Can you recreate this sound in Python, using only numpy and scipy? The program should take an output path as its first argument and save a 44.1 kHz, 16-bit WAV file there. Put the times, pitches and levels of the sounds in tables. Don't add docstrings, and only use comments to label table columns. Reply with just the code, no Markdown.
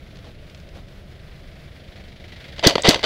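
import sys
import numpy as np
from scipy import signal
from scipy.fft import rfft, irfft, next_fast_len
from scipy.io import wavfile
from scipy.ndimage import map_coordinates

SR = 44100
rng = np.random.default_rng(int(sys.argv[2]) if len(sys.argv) > 2 else 0)


def master(y):
    cut = np.clip(np.atleast_2d(y).T, -1, 1)
    pcm = np.round(cut * 32767)
    wavfile.write(sys.argv[1], SR, pcm.astype(np.int16))


N = 134505

# motor start t/s, piston slam t/s, coasting time t/s, gear drive level/dB
CYCLES = [(2.625, 2.6695, 0.082, -11.5), (2.832, 2.888, .105, -12), (3.026, 3.078, .09, -12)]
CONTACT_RISE_S = 0.00022


def amp(db):
    return 10 ** (np.asarray(db) / 20)


def unit(x):
    return x / np.sqrt(np.mean(x ** 2) + 1e-20)


def clock():
    return np.arange(N) / SR


def along(points, hz):
    f, level = np.transpose(points)
    return np.interp(np.log(hz + 1), np.log(f + 1), level)


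def bump(hz, centre, width):
    return 1 / (1 + (2 * (hz - centre) / width) ** 2)


def wobble(rate):
    knots = rng.standard_normal(int(N * rate / SR) + 4)
    return map_coordinates(knots, [clock() * rate])


def coloured(x, curve):
    m = 2 * next_fast_len(N // 2 + SR // 8)
    gain = unit(amp(curve(np.fft.rfftfreq(m, 1 / SR))))
    cepstrum = irfft(np.log(gain + 1e-9), m)
    cepstrum[1:m // 2] *= 2
    cepstrum[m // 2 + 1:] = 0
    response = np.exp(rfft(cepstrum))
    return irfft(rfft(x, m) * response, m)[:N]


def puff(envelope, tone):
    return coloured(envelope * rng.standard_normal(N), lambda hz: along(tone, hz))


def decay(age, t60):
    return np.exp(-np.log(1000) * age / t60)


def strike(s, rise, t60):
    age = np.maximum(clock() - s, 0)
    return (1 - np.exp(-age / rise)) * decay(age, t60)


def body(hz, ring=1):
    # f/Hz, relative level/dB
    shell_tone = [(30, -22), (150, -8), (350, -4), (600, -1.5), (900, -6.5), (1400, -10), (2500, -7.5),
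                  (3500, -3.5), (5000, -13.5), (6200, -23), (7500, -26.5), (10000, -37), (15000, -60)]
    # f/Hz, width f/Hz, lift level/dB
    modes = [(566, 150, 8.5), (690, 46, 7.9), (927, 130, 3.4), (1170, 230, 3.8), (2030, 99, 10.9),
             (2400, 50, 1.9), (3030, 220, 4.5), (3470, 110, 3), (4070, 33, 2), (4580, 120, 11),
             (4890, 110, 8.5), (6070, 105, 14.5)]
    return along(shell_tone, hz) + ring * sum(lift * bump(hz, f, width) for f, width, lift in modes)


def wind():
    # f/Hz, relative level/dB per Hz
    rumble_tone = [(12, -27), (20, 2), (80, -3.5), (102, -6), (140, -3.5), (171, -9), (199, -7),
                   (224, -15.5), (329, -15.5), (437, -18), (612, -16), (665, -18), (1100, -46.5),
                   (1430, -60), (2420, -120)]
    level_db = -42 + 0.5 * wobble(9.45)
    return puff(amp(level_db), rumble_tone)


def leaves():
    # f/Hz, relative level/dB per Hz
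    hiss_tone = [(400, -11.5), (900, -3), (1500, 2.5), (3500, -2), (5000, -7.5), (6500, -15), (8500, -20),
                 (12000, -21), (15000, -21)]
    level_db = -55 + 1.35 * wobble(22.13)
    return puff(amp(level_db), hiss_tone)


def hum():
    hum_hz, hum_db = 77, -51
    swell = amp(0.81 * wobble(4.55))
    phase = 2 * np.pi * hum_hz * clock() + 1.4 * wobble(4.83)
    return amp(hum_db) * unit(swell * np.sin(phase))


def whine():
    whine_hz, waver_rad = 10220, 0.6
    upper_db, lower_db = -77.5, -77
    phase = 2 * np.pi * whine_hz * clock() + waver_rad * wobble(180)
    return amp(upper_db) * np.sin(phase) + amp(lower_db) * np.sin(phase / 2)


def far_gun():
    # t/s, level/dB
    far_level = [(0, -56), (1.05, -61.5), (1.16, -56), (1.45, -55.5), (1.8, -54), (2.0, -51), (2.22, -50),
                 (2.33, -46), (2.57, -45), (3.05, -39)]
    # f/Hz, relative level/dB
    far_tone = [(200, -7), (650, 0.5), (1100, -15.5), (1700, -3), (2100, 2.5), (2700, -4.5), (3500, -1.5),
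                (4500, -6.5), (6000, -17.5), (8000, -27.5), (15000, -35.5)]
    anchor_s, period_s = 2.56, 0.0403
    rise_s, t60_s, scatter_db = 0.004, 0.15, 0.96
    t = clock()
    age = (t - anchor_s) % period_s
    beat = sum((1 - np.exp(-a / rise_s)) * decay(a, t60_s) for a in (age, age + period_s))
    level_db = np.interp(t, *np.transpose(far_level)) + scatter_db * wobble(23.6)
    return puff(unit(beat) * amp(level_db), far_tone)


def kit_ticks():
    # t/s, level/dB
    tick_times = [(.157, -41), (0.169, -40.5), (0.1876, -42.5), (.497, -41), (0.5462, -35), (0.575, -44),
                  (0.6, -42), (0.689, -42), (0.884, -43.5)]
    # f/Hz, relative level/dB
    tick_tone = [(300, -35), (1500, 0.5), (3300, 4.5), (5500, -0.5), (8000, -15.5), (15000, -40)]
    rise_s, t60_s = 0.0008, 0.024
    envelope = sum(amp(db) * strike(s, rise_s, t60_s) for s, db in tick_times)
    return puff(envelope, tick_tone)


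def clothing():
    # centre t/s, half length (standard deviation) t/s, level/dB
    strokes = [(0.268, 0.022, -46), (0.77, 0.023, -44.5), (1.121, 0.0077, -56), (1.979, 0.015, -47)]
    # f/Hz, relative level/dB
    cloth_tone = [(60, -8.5), (300, 0.5), (700, -3), (1500, -17), (4000, -12.5), (8000, -34.5),
                  (15000, -57)]
    t = clock()
    envelope = sum(amp(db) * np.exp(-0.5 * ((t - s) / half) ** 2) for s, half, db in strokes)
    grain = amp(3.1 * wobble(220))
    return puff(envelope * grain, cloth_tone)


def trigger():
    # f/Hz, relative level/dB
    click_tone = [(500, -28), (2000, -14), (4000, -4), (6500, 4), (9000, -3), (10500, -28), (15000, -26)]
    reset_s, reset_db, t60_s = 2.8212, -22, 0.016
    return puff(amp(reset_db) * strike(reset_s, CONTACT_RISE_S, t60_s), click_tone)


def clacks():
    # t/s, level/dB, t60 t/s, brightness level/dB per octave
    contacts = [(2.582, -32.5, 0.066, -0.5), (2.5939, -22, .025, 2), (2.6277, -25, .03, -0.5),
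                (2.6371, -23.5, 0.085, -6.5), (2.6436, -14.5, 0.031, 1), (2.6968, -10, 0.014, 5.5),
                (2.709, -21.5, 0.024, 7), (2.7551, -7.5, 0.018, -0.5), (2.758, -8, .012, -4),
                (2.7811, -13.5, .025, -2), (2.792, -24.5, 0.071, -1), (2.8352, -21.5, 0.027, 3),
                (2.8457, -13.5, 0.043, -3), (2.8761, -9, 0.0096, 5.5), (2.909, -8.5, 0.029, 3),
                (2.9446, -10, 0.021, 2.5), (2.9587, -16.5, 0.027, -1), (2.993, -23.5, .025, 1),
                (3.0304, -17, .02, 0.5)]
    tick, ring_share = 4.5, 0.62
    out = np.zeros(N)
    for s, db, t60, tilt in contacts:
        push = strike(s, CONTACT_RISE_S, t60) * rng.standard_normal(N)
        push[round(s * SR)] += tick

        def contact_tone(hz):
            return body(hz, ring_share) + tilt * np.log2(np.clip(hz, 400, 9000))

        out += amp(db) * coloured(push, contact_tone)
    return out


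def gears():
    spin_up_s, engage_s, coast_power = 0.022, 0.015, 1.19
    mesh_hz, jitter = 2329, 0.089
    slam_keeps = 0.85
    mesh_db, grind_db, rattle_db = -4, -5, 3
    t, drive = clock(), np.zeros(N)
    for start, slam, coast, db in CYCLES:
        age = np.maximum(t - start, 0)
        coasting = np.clip(1 - (t - slam) / coast, 0, 1)
        speed = (1 - np.exp(-age / spin_up_s)) * coasting * np.where(t > slam, slam_keeps, 1)
        teeth_passed = np.cumsum(speed) * mesh_hz / SR

        chance = rng.standard_normal((512, 2))
        tooth = np.arange(1, 513) + jitter * chance[:, 0]
        heard = tooth < teeth_passed[-1]
        places = np.searchsorted(teeth_passed, tooth[heard])
        strengths = amp(2.84 * chance[heard, 1])
        teeth = np.bincount(places, strengths, N) * np.sqrt(SR / mesh_hz)

        grind = amp(grind_db) * rng.standard_normal(N)
        mesh = amp(mesh_db) * np.sin(2 * np.pi * teeth_passed)
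        rattle = amp(rattle_db * wobble(170))
        effort = (1 - np.exp(-(age / engage_s) ** 2)) * coasting ** coast_power
        drive += amp(db) * effort * (0.5 * teeth + rattle * grind + 0.2 * mesh)
    return coloured(drive, body)


def piston():
    # delay after the slam t/s, f/Hz, level/dB, t60 t/s
    stroke_knocks = [(-.0071, 404, -0.5, 0.024), (-.0026, 155.7, 4, 0.02), (.0037, 296, -2, .04)]
    rise_s = 0.00078
    t, out = clock(), np.zeros(N)
    for _, slam, _, _ in CYCLES:
        for delay, hz, db, t60 in stroke_knocks:
            s = slam + delay
            out += amp(db) * strike(s, rise_s, t60) * np.sin(2 * np.pi * hz * (t - s))
    return out


def air():
    # f/Hz, relative level/dB
    air_tone = [(500, -30), (3000, -7), (6500, 7.5), (9000, -5), (15000, -13)]
    air_db, rise_s, t60_s = -17.5, 0.003, 0.098
    envelope = sum(amp(air_db) * strike(slam, rise_s, t60_s) for _, slam, _, _ in CYCLES)
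    return puff(envelope, air_tone)


def cracks():
    # delay after the slam t/s, held length t/s, level/dB, ringing pitch f/Hz
    stroke_cracks = [(0, 0.0026, -9, 5980), (.0028, 0.0015, 0, 4280), (.0072, .0008, -13, 4800)]
    # f/Hz, relative level/dB
    crack_tone = [(200, 1), (1500, -10), (3000, 2), (4200, 7.5), (6000, 1), (7500, -3.5), (11000, -10.5),
                  (16000, -18)]
    fall_s, width_hz, ring_db = 0.004, 1300, 12
    t, out = clock(), np.zeros(N)
    for delay, length, db, pitch in stroke_cracks:
        burst = np.zeros(N)
        for _, slam, _, _ in CYCLES:
            age = t - slam - delay
            burst += (age > 0) * decay(np.maximum(age - length, 0), fall_s)

        def ringing_tone(hz):
            return along(crack_tone, hz) + ring_db * bump(hz, pitch, width_hz)

        out += amp(db) * coloured(burst * rng.standard_normal(N), ringing_tone)
    return out


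def bank(x):
    delay_s, t60_s = 0.008, 0.36
    t = np.arange(SR // 2) / SR
    tail = rng.standard_normal(len(t)) * (t > delay_s) * decay(t, t60_s)
    return signal.fftconvolve(x, tail / np.linalg.norm(tail))[:N]


def scene():
    echo_db, thump_echo_db = -24.5, 3
    field = wind() + leaves() + hum() + whine() + far_gun()
    handling = kit_ticks() + clothing()
    bright = trigger() + clacks() + gears() + air() + cracks()
    thump = piston()
    echo = amp(echo_db) * bank(bright + amp(thump_echo_db) * thump)
    return (field + handling + bright + thump + echo)[None]


def record(dry):
    overload, top_hz = 0.92, 15750
    clipped = dry / (1 + np.abs(dry / overload) ** 8) ** (1 / 8)
    m = next_fast_len(N + SR // 2)
    passed = np.fft.rfftfreq(m, 1 / SR) < top_hz
    return irfft(rfft(clipped, m) * passed, m)[..., :N]


dry = scene()
out = record(dry)
master(out)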